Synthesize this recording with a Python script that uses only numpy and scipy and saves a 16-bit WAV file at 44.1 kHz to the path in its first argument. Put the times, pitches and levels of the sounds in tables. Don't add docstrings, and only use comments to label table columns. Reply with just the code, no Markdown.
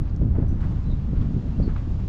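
import sys
import numpy as np
from scipy import signal
from scipy.fft import rfft, irfft
from scipy.io import wavfile

SR = 44100
rng = np.random.default_rng(int(sys.argv[2]) if len(sys.argv) > 2 else 0)


def generate_wav(signal):
    frames = np.transpose(np.atleast_2d(signal))
    scaled = np.clip(frames, -1, 1) * 32767
    pcm = np.round(scaled).astype(np.int16)
    wavfile.write(sys.argv[1], SR, pcm)


N = 91904
T = np.arange(N) / SR


def from_db(db):
    return 10 ** (np.asarray(db) / 20)


def rms_one(x):
    return x / np.sqrt(np.mean(x ** 2) + 1e-20)


def in_time(rows):
    return np.interp(T, *np.transpose(rows))


def at_hz(points, hz):
    freqs, values = np.transpose(points)
    return np.interp(np.log(hz), np.log(freqs), values)


def drift(rate_hz):
    step, warm_up = 40, 2000
    pole = np.exp(-2 * np.pi * rate_hz * step / SR)
    noise = rng.standard_normal(N // step + warm_up + 2)
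    slow = signal.lfilter([1], [1, -2 * pole, pole * pole], noise)[warm_up:]
    return np.interp(np.arange(N) / step, np.arange(len(slow)), rms_one(slow))


def band_noise(hz, octaves):
    edges = np.clip([hz * 2 ** (-octaves / 2), hz * 2 ** (octaves / 2)], 10, SR / 2 - 1000)
    band = signal.butter(2, edges, "band", fs=SR, output="sos")
    return rms_one(signal.sosfilt(band, rng.standard_normal(N + SR // 2))[-N:])


def shaped(x, tone):
    hz = np.maximum(np.fft.rfftfreq(N, 1 / SR), 1)
    return rms_one(irfft(rfft(x) * from_db(at_hz(tone, hz)), N))


def coloured(tone):
    return shaped(rng.standard_normal(N), tone)


def evened(x, share):
    loudness = np.abs(signal.hilbert(x))
    return rms_one(x / (loudness + .1) ** share)


def burst(s, rise, fall):
    return np.exp(-(np.minimum(T - s, 0) / rise) ** 2 - np.maximum(T - s, 0) / fall)


# f/Hz, relative level/dB
TRAFFIC_TONE = [(200,8),(700,5.5),(1200,1.5),(2000,-7.5),(3000,-15),(4500,-17.5),(7000,-26),(8300,-36.5),(11000,-45),(15000,-59.5)]
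HISS_TONE = [(1500,-4.5),(2700,6.5),(4500,1),(7200,-5.5),(8400,-19.5),(14000,-40)]
# t/s, level/dB
TRAFFIC_LOUDNESS = [(0.02,-51.5),(0.28,-54.5),(0.58,-49.5),(0.72,-48.5),(1.0,-51.5),(1.3,-51.5),(1.8,-49),(2.06,-52.5)]
HISS_LOUDNESS = [(0.02,-71.5),(0.3,-72),(0.58,-73),(0.66,-65.5),(1.07,-67),(1.35,-64),(1.8,-64.5),(2.06,-63)]
def street():
    traffic = from_db(in_time(TRAFFIC_LOUDNESS)) * coloured(TRAFFIC_TONE)
    hiss = from_db(in_time(HISS_LOUDNESS)) * coloured(HISS_TONE)
    return traffic + hiss


# f/Hz, level/dB, time to fade by 60 dB/s
METAL_NOTES = [(5910,-65,0.36),(9550,-74.5,0.33)]
def tink(s=0.483, rise=0.004):
    contact = from_db(3) * burst(s + rise, rise, fall=0.013)
    out = 0
    for hz, db, fade_s in METAL_NOTES:
        scrape = contact * band_noise(hz, octaves=0.03)
        ring = burst(s, rise, fade_s / np.log(1000)) * np.sin(2 * np.pi * hz * T)
        out += from_db(db) * (scrape + ring)
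    return out


# t/s, length/s, start f/Hz, end f/Hz, level/dB, waver/share of pitch, echo against note/dB
BIRD_NOTES = [(0.848,0.043,3950,3930,-65,0.0078,-0.5),(0.894,0.04,3950,3670,-58,.028,-1),(1.538,.03,2680,2810,-60,0.0073,-9),(1.583,0.035,4850,4630,-69,0.019,-0.5),(1.622,0.018,3910,5050,-54.5,0.013,-6),(1.636,.012,5000,3960,-56,.02,-5.5),(1.649,0.02,4400,4230,-57,0.019,-1)]
def bird(echo_fall_s=0.023):
    out = 0
    for s, length, start_hz, end_hz, db, waver, echo_db in BIRD_NOTES:
        progress = np.clip((T - s) / length, 0, 1)
        hz = (start_hz + (end_hz - start_hz) * progress) * (1 + waver * drift(150))
        swell = np.sqrt(np.abs(np.sin(np.pi * progress)))
        note = from_db(db) * swell * np.sin(2 * np.pi * np.cumsum(hz) / SR)
        tail = (rng.standard_normal(N) * np.exp(-T / echo_fall_s))[:SR // 2]
        echo = signal.fftconvolve(note, tail / np.linalg.norm(tail))[:N]
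        out += note + from_db(echo_db) * echo
    return out


# t/s, peak level/dB
SAND_STEPS = [(0.608,-70),(0.644,-69.5),(0.71,-75.5),(1.89,-73.5)]
# f/Hz, relative level/dB
SAND_TONE = [(2000,-6),(4000,0),(7500,-0.5),(9500,-7.5),(14000,-15.5)]
def crunch(grains_per_s=1800, spread_db=4):
    weight = sum(from_db(db) * burst(s, rise=0.005, fall=0.024) for s, db in SAND_STEPS)
    clicks = (rng.random(N) < grains_per_s / SR) * rng.choice([-1, 1], N)
    sizes = from_db(spread_db * rng.standard_normal(N))
    return weight * shaped(clicks * sizes, SAND_TONE)


# t/s, peak level/dB, f/Hz, width/octaves, fall/s
GRIT_TICKS = [(0.095,-62,4680,0.39,.012),(0.164,-55,5660,0.43,0.0012),(0.834,-71,6340,0.39,.002),(1.217,-53.5,3200,0.61,.002)]
def grit(rise=0.0026):
    return sum(from_db(db) * burst(s, rise, fall) * band_noise(hz, width)
               for s, db, hz, width, fall in GRIT_TICKS)


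# t/s, level before dulling/dB, rise/s, fall/s, f/Hz, dull above f/Hz
SOLE_SCUFFS = [(0.060,-49.5,0.0085,0.06,800,4830),(0.356,-40,0.011,0.039,470,1800),(0.392,-54,0.0081,0.033,1200,2000),(0.431,-36.5,0.0084,0.015,510,1100),(0.607,-44.5,0.0034,0.015,900,5000),(0.645,-46,0.022,0.021,1150,4000),(0.71,-56,0.017,0.025,1100,7960),(1.175,-53,0.036,0.043,900,5000),(1.227,-51,0.024,0.039,1200,4900),(1.694,-45.5,0.018,0.024,1250,2100),(1.763,-38.5,0.0024,0.0067,950,3300),(1.785,-54.5,.02,0.029,1700,4940),(2.0,-49,0.012,0.022,900,5000)]
# multiple of its pitch, relative level/dB
SOLE_TONE = [(.2,-15),(.55,-4),(1.0,-2.5),(1.45,-7),(2.2,-15),(4,-22),(7,-29),(11,-49.5)]
def footsteps(roughness_db=1.5):
    out = 0
    for s, db, rise, fall, hz, dull_hz in SOLE_SCUFFS:
        tone = [(hz * multiple, level) for multiple, level in SOLE_TONE]
        rub = evened(coloured(tone), share=0.86)
        grainy_rub = rms_one(rub * from_db(roughness_db * drift(130)))
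        dulling = signal.butter(2, dull_hz, fs=SR, output="sos")
        out += from_db(db) * burst(s, rise, fall) * signal.sosfilt(dulling, grainy_rub)
    return out


# t/s, peak level/dB, f/Hz
SWIRLS = [(0.217,-19,382),(0.228,-18.5,214),(0.268,-19,223),(0.387,-16.5,292),(0.395,-21.5,227),(0.426,-15.5,150),(0.528,-18,188),(1.134,-23,330),(1.183,-13.5,100),(1.213,-14,110),(1.309,-13,153),(1.366,-18,233),(1.601,-20.5,420),(1.662,-23,257),(1.679,-18.5,262),(1.69,-25.5,187),(1.877,-22.5,237)]
def wind_thumps(width_cycles=0.5, wake_db=-18):
    out = 0
    for s, db, hz in SWIRLS:
        cycles = (T - s) * hz
        thump = np.exp(-(cycles / width_cycles) ** 2) * np.cos(2 * np.pi * (cycles + rng.random()))
        wake = from_db(wake_db) * burst(s, rise=0.006, fall=0.0083) * band_noise(hz, octaves=1)
        out += from_db(db) * (thump + wake)
    return out


# f/Hz, relative level/dB
WIND_TONE = [(12,-6.5),(25,3),(40,0),(80,1),(125,-4),(200,-7.5),(300,-25),(450,-35),(800,-54.5),(2000,-71.5)]
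# t/s, relative level/dB
GUST_STRENGTH = [(0.02,-35.5),(0.19,-35.5),(0.225,-25.5),(0.29,-31),(0.36,-35),(0.385,-24),(0.45,-32.5),(0.54,-31.5),(0.57,-33.5),(0.6,-36),(0.8,-33.5),(0.82,-45.5),(0.87,-32.5),(0.96,-37),(1.36,-28),(1.43,-26.5),(1.5,-29),(1.56,-29.5),(1.68,-29.5),(1.72,-38.5),(1.82,-40.5),(1.99,-34),(2.06,-36)]
RUMBLE_STRENGTH = [(0.02, -2.5), (0.04, -38), (0.06, -26), (0.25, -14.5), (0.61, -23.5), (0.63, -14.5),
                   (0.84, -20), (0.87, -12), (1.02, -25.5), (1.18, -19), (1.38, -24.5), (1.41, -37.5),
                   (1.46, -26), (1.55, -27), (1.6, -14.5), (1.71, -21.5), (2.02, -21.5), (2.06, -27.5)]
# f/Hz, share
GUST_SHARE = [(40,0.011),(150,0.51),(350,1.0)]
RUMBLE_SHARE = [(40,0.55),(120,0.32),(250,0.24)]
def wind(level_db=-23, flicker_db=1.5, usual_gust_db=-32, usual_rumble_db=-23):
    bands_hz = 14 * 2 ** np.arange(0, 7.5, .5)
    gains = from_db(at_hz(WIND_TONE, bands_hz)) * np.sqrt(bands_hz)
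    gains /= np.linalg.norm(gains)
    gust_db = in_time(GUST_STRENGTH) - usual_gust_db + flicker_db * drift(30)
    rumble_db = in_time(RUMBLE_STRENGTH) - usual_rumble_db
    out = 0
    for hz, gain in zip(bands_hz, gains):
        swing_db = at_hz(GUST_SHARE, hz) * gust_db + at_hz(RUMBLE_SHARE, hz) * rumble_db
        air = evened(band_noise(hz, octaves=0.61), share=0.19)
        out += gain * from_db(swing_db) * air
    return from_db(level_db) * out


def scene():
    return (wind() + wind_thumps() + footsteps() + grit() + crunch() + bird() + tink() + street())[None]


def record(dry, cutoff_hz=15700):
    treble_cut = signal.cheby2(12, 70, cutoff_hz, fs=SR, output="sos")
    return signal.sosfilt(treble_cut, dry)


dry = scene()
out = record(dry)
generate_wav(out)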